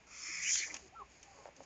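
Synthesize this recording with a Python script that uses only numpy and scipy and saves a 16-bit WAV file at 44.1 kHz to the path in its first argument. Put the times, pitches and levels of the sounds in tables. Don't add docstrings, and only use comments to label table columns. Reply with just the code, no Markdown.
import sys
import numpy as np
from scipy import signal
from scipy.fft import rfft, irfft, next_fast_len
from scipy.io import wavfile
from scipy.ndimage import uniform_filter1d

SR = 44100
rng = np.random.default_rng(int(sys.argv[2]) if len(sys.argv) > 2 else 0)


def log_audio(samples):
    frames = np.atleast_2d(samples).T
    limited = np.clip(frames, -1, 1)
    pcm = np.round(limited * 32767).astype(np.int16)
    wavfile.write(sys.argv[1], SR, pcm)


N = 72765
TIME = np.arange(N) / SR


def from_db(db):
    return 10 ** (np.asarray(db) / 20)


def rms_one(x):
    return x / np.sqrt(np.mean(x ** 2) + 1e-20)


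def in_time(rows):
    times, *columns = np.transpose(rows)
    return [np.interp(TIME, times, column) for column in columns]


def sounding(rows):
    return np.clip(np.minimum(TIME - rows[0][0], rows[-1][0] - TIME) * 200, 0, 1)


def swell(start, attack, hold, release, db=0):
    return from_db(db) * np.interp(TIME, np.cumsum([start, attack, hold, release]), [0, 1, 1, 0])


def shaped(x, colour):
    hz, db = np.transpose(colour)
    size = next_fast_len(N + SR // 10)
    f = np.maximum(np.arange(size // 2 + 1) * SR / size, 1)
    gain = from_db(np.interp(np.log(f), np.log(hz), db))
    return irfft(rfft(x, size) * gain, size)[:N]


def noise(colour):
    return rms_one(shaped(rng.standard_normal(N), colour))


def drift(hz, order=2):
    lowpass = signal.butter(order, hz, fs=SR, output="sos")
    return rms_one(signal.sosfilt(lowpass, rng.standard_normal(2 * N))[N:])


def resonance(hz, width_hz, steadiness=0.19, order=3):
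    phase = 2 * np.pi * np.cumsum(hz * np.ones(N)) / SR
    sway = drift(width_hz / 2, order) + 1j * drift(width_hz / 2, order)
    power = uniform_filter1d(np.abs(sway) ** 2, int(4 * SR / width_hz))
    return rms_one(np.real(sway * np.exp(1j * phase)) / (power + 1e-9) ** steadiness)


def ring(pulses, hz, t60):
    radius, angle = from_db(-60 / (t60 * SR)), 2 * np.pi * hz / SR
    return signal.lfilter([0, np.sin(angle)], [1, -2 * radius * np.cos(angle), radius ** 2], pulses + 1e-18)


def hush(level_db=-64):
    # f/Hz, gain/dB
    colour = [(25, -7), (110, 2.5), (350, -1.5), (800, -1.5), (1400, -7.5), (2400, -1.5), (3100, -10.5),
              (3900, -15), (4800, -13), (6000, -14.5), (6800, -7.5), (7600, -23.5), (9000, -30.5)]
    return from_db(level_db) * noise(colour)


def rumble(floor_db=-75):
    # t/s, width/s, level/dB
    swells = [(.54, 0.13, -73), (.825, 0.052, -67), (1.019, 0.073, -71)]
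    rise = sum(from_db(db) * np.exp(-((TIME - t) / width) ** 2) for t, width, db in swells)
    return (from_db(floor_db) + rise) * resonance(hz=62.54, width_hz=23)


def pen(x, t60=0.1353, level_db=-15.5, cutoff_hz=6770):
    tail = rng.standard_normal(N) * from_db(-60 * TIME / t60) * (TIME > .004)
    tail = signal.sosfilt(signal.butter(1, cutoff_hz, fs=SR, output="sos"), tail)
    return from_db(level_db) * signal.fftconvolve(x, tail / np.linalg.norm(tail))[:N]


def footwork_and_murmur(attack_s=.0006, grain_db=2.0, grain_hz=700):
    # t/s, grit level/dB, T60/s, thud level/dB, pebble knock level/dB
    scuffs = [(0.5566, -40, .02, -71, -32), (0.7413, -37, 0.0197, -54, -46),
              (0.744, -40.5, 0.026, -56.5, -53.5), (0.7494, -52, 0.0477, -69.5, -47),
              (0.7642, -42.5, 0.025, -65, -57.5), (0.7678, -50.5, 0.0206, -63.5, -55),
              (1.2287, -50.5, 0.059, -83.5, -63), (1.564, -54, 0.0323, -77.5, -69.5),
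              (1.633, -56, 0.038, -67.5, -63)]
    # t/s, attack/s, hold/s, release/s, treble level/dB, low level/dB
    rustles_and_breath = [(0.651, 0.027, 0.075, 0.062, -57, -59.5),
                          (0.779, 0.0209, 0.0811, 0.0092, -64.5, -73.5),
                          (1.087, 0.0147, 0.3767, 0.0096, -67.5, -80.5),
                          (1.299, 0.0736, 0.113, .04, -88, -67.5), (1.547, 0.0164, 0.079, 0.113, -68, -75)]
    # f/Hz, gain/dB
    grit_colour = [(600, -22.5), (1500, -15), (2400, 7.5), (3800, -6.5), (5500, 5.5), (6800, 11),
                   (9000, -24.5)]
    low_colour = [(130, -27), (330, -1), (900, 1), (1600, -6), (4000, -34.5)]
    knock_colour = [(1150, -26), (1600, 0.5), (2300, -1.5), (3100, -1.5), (4000, -12), (7000, -29)]
    treble_colour = [(1200, -24.5), (2300, 2.5), (3700, -10.5), (4700, 4.5), (6000, -2), (6750, 11),
                     (7500, -6), (9000, -25.5)]
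    grit, low, knock, treble = map(noise, (grit_colour, low_colour, knock_colour, treble_colour))
    out = np.zeros(N)
    for start, grit_db, t60, thud_db, knock_db in scuffs:
        age = np.maximum(TIME - start, 0)
        envelope = np.minimum(age / attack_s, 1) * from_db(-60 * age / t60)
        out += envelope * (from_db(grit_db) * grit + from_db(thud_db) * low + from_db(knock_db) * knock)
    for *shape, treble_db, low_db in rustles_and_breath:
        out += swell(*shape) * (from_db(treble_db) * treble + from_db(low_db) * low)
    return out * rms_one(from_db(grain_db * drift(grain_hz)))


def notes(waver=.015, rough_db=4):
    # t/s, length/s, start f/Hz, end f/Hz, level/dB, second harmonic/dB
    glides = [(0.283, 0.0272, 332.9, 331, -63, -30), (0.594, 0.0315, 387.7, 341.8, -61.5, -31.5),
              (0.687, .1, 325.5, 246.2, -63.5, -13.5), (0.82, 0.0522, 406.9, 355.2, -59, -14.5),
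              (0.92, 0.0524, 656.3, 1016, -62, -35), (0.996, .042, 425, 381.7, -59, 1),
              (1.249, 0.0955, 830, 769.4, -64, -31.5), (0.304, 0.19, 172, 167.4, -71.5, -11),
              (1.371, 0.0437, 480, 389.4, -67.5, 2.5), (1.31, 0.21, 585, 486, -69.5, -0.5),
              (1.564, 0.0624, 265.4, 274.4, -64.5, -0.5)]
    out = np.zeros(N)
    for start, length, from_hz, to_hz, db, second_db in glides:
        along = np.clip((TIME - start) / length, 0, 1)
        hz = (from_hz + (to_hz - from_hz) * along) * (1 + waver * drift(80))
        phase = 2 * np.pi * np.cumsum(hz) / SR
        envelope = from_db(db + rough_db * drift(110)) * np.sqrt(2 * np.abs(np.sin(np.pi * along)))
        out += envelope * (np.sin(phase) + from_db(second_db) * np.sin(2 * phase))
    return out


def clucks():
    # t/s, level/dB
    onsets = [(1.4561, -33.5), (1.466, -41.5), (1.4785, -42.5), (1.4875, -40.5), (1.6047, -36.5),
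              (1.613, -60)]
    # f/Hz, gain/dB, T60/s
    modes = [(535.4, -2, 0.0163), (804, 4, 0.00604), (1022, -3.5, 0.0098), (1900, -9, 0.00327)]
    pulses = np.zeros(N)
    for t, db in onsets:
        pulses[int(t * SR)] = from_db(db)
    return sum((-1) ** k * from_db(db) * ring(pulses, hz, t60) for k, (hz, db, t60) in enumerate(modes))


def whine(waver=0.006, rough_db=1.45):
    # t/s, f/Hz, level/dB
    contour = [(.948, 1350, -64.5), (.966, 1361, -51.5), (.984, 1328, -55), (1.0, 1247, -49),
               (1.018, 1109, -47), (1.024, 1022, -47), (1.028, 1024, -59.5), (1.04, 950, -65)]
    hz, db = in_time(contour)
    phase = 2 * np.pi * np.cumsum(hz * (1 + waver * drift(120))) / SR
    return np.sqrt(2) * sounding(contour) * from_db(db + rough_db * drift(150)) * np.sin(phase)


def throat():
    # t/s, level/dB
    levels = [(.06, -81.5), (.126, -56), (.208, -57.5), (.292, -46.5), (.425, -44), (.447, -41),
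              (.503, -39), (.525, -53.5), (.55, -54), (.566, -47), (.61, -47), (.645, -37), (.654, -50.5),
              (.67, -49), (.694, -65), (.703, -45.5), (.713, -44), (.718, -63.5), (.78, -65.5)]
    # t/s, f/Hz
    centres = [(.1, 2320), (.43, 2229), (.478, 2368), (.55, 2096), (.64, 2196), (.675, 1945), (.71, 2261)]
    # t/s, f/Hz, level/dB
    climb = [(.435, 2503, -55.5), (.452, 2700, -44.5), (.483, 2880, -41), (.502, 2950, -59.5),
             (.535, 3279, -51), (.59, 3014, -55), (.635, 2794, -64)]
    db, = in_time(levels)
    hz, = in_time(centres)
    squeal_hz, squeal_db = in_time(climb)
    formant = resonance(hz, width_hz=507.4, steadiness=0.15)
    skirt = from_db(-11) * resonance(hz=1850, width_hz=456, order=4)
    squeal = sounding(climb) * from_db(squeal_db) * resonance(squeal_hz, width_hz=340, order=4)
    return sounding(levels) * from_db(db) * (formant + skirt) + squeal


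def beak(opening, push_db, wander_hz=45.52, wander_rate_hz=25.4):
    # nearly shut f/Hz, wide open f/Hz, bandwidth/Hz, nearly shut gain/dB, wide open gain/dB
    modes = [(3286, 3250, 670, -16, -20), (4614, 4600, 597, -9, -18), (5181, 5020, 304, -4.5, -7),
             (5747.4, 5600, 231, -1.5, -3), (6284, 6080, 316, -4.5, 1.5), (6515, 6660, 343, -0.5, 1.5),
             (7026, 7020, 293, 0.5, -1.5), (7463, 7380, 230, -11, -9)]
    tilt_db_per_octave = 0.28 * np.maximum(push_db, -20)
    out, power = 0, 0
    for shut_hz, open_hz, width_hz, shut_db, open_db in modes:
        hz = shut_hz + opening * (open_hz - shut_hz)
        db = shut_db + opening * (open_db - shut_db)
        gain = from_db(db + tilt_db_per_octave * np.log2(hz / modes[0][0]))
        out += gain * resonance(hz + wander_hz * drift(wander_rate_hz), width_hz)
        power += gain ** 2
    return out / np.sqrt(power)


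def hiss(air_db=-17, flutter_db=1.08, flutter_hz=106.5, rasp_db=2.3, rasp_hz=434, sag_hz_per_s=3500):
    # t/s, level/dB
    force = [(.065, -68), (.135, -55.5), (.212, -48.5), (.416, -45.5), (.434, -39), (.46, -39.5),
             (.49, -34), (.5, -33.5), (.535, -31), (.568, -35.5), (.59, -34.5), (.608, -43), (.682, -47.5),
             (.7, -57), (.73, -56), (.86, -79)]
    # t/s, opening (0 nearly shut, 1 wide open)
    gape = [(.39, 0), (.47, 0.765), (.53, 1), (.66, 1)]
    # f/Hz, gain/dB
    air_colour = [(1000, -25), (3500, -1.5), (5500, -2), (9000, -4)]
    burst_colour = [(1200, -37), (1600, 5.5), (2500, -1.5), (3600, 6), (4600, 5), (9000, -15.5)]
    # t/s, attack/s, hold/s, release/s, level/dB
    whistle_shape = (0.205, 0.025, 0.125, .055, -51.5)
    burst_shape = (.512, 0.028, .06, 0.07, -46.5)
    release_shape = (.555, .03, .016, .016, -46)
    force_db, = in_time(force)
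    opening, = in_time(gape)
    push_db = force_db - force_db.max()
    flutter = rms_one(from_db(flutter_db * drift(flutter_hz)))
    rasp = from_db(rasp_db * from_db(push_db / 2) * drift(rasp_hz))
    upper = from_db(force_db) * (beak(opening, push_db) + from_db(air_db) * noise(air_colour))
    whistle = swell(*whistle_shape) * resonance(hz=5282, width_hz=136, steadiness=0.12)
    release_hz = 4530 - sag_hz_per_s * (TIME - release_shape[0])
    release = swell(*release_shape) * resonance(release_hz, width_hz=395)
    undertone_db = -57 + 0.331 * push_db - 10.5 * opening
    undertone = from_db(undertone_db) * resonance(hz=1276.3, width_hz=352)
    burst = swell(*burst_shape) * noise(burst_colour)
    breath = sounding(force) * (rasp * upper + undertone)
    return flutter * (breath + throat() + rasp * burst + whistle + release)


def scene():
    birds = hiss() + whine() + notes() + clucks() + footwork_and_murmur()
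    return (birds + pen(birds) + hush() + rumble())[None]


def record(dry, cutoff_hz=9020):
    # f/Hz, gain/dB
    treble = [(7150, -0.5), (7550, -1.5), (8000, -12.5), (8550, -2.5), (9000, -9.5)]
    lowpass = signal.ellip(12, .3, 80, cutoff_hz, fs=SR, output="sos")
    return signal.sosfilt(lowpass, shaped(dry[0], treble))[None]


dry = scene()
out = record(dry)
log_audio(out)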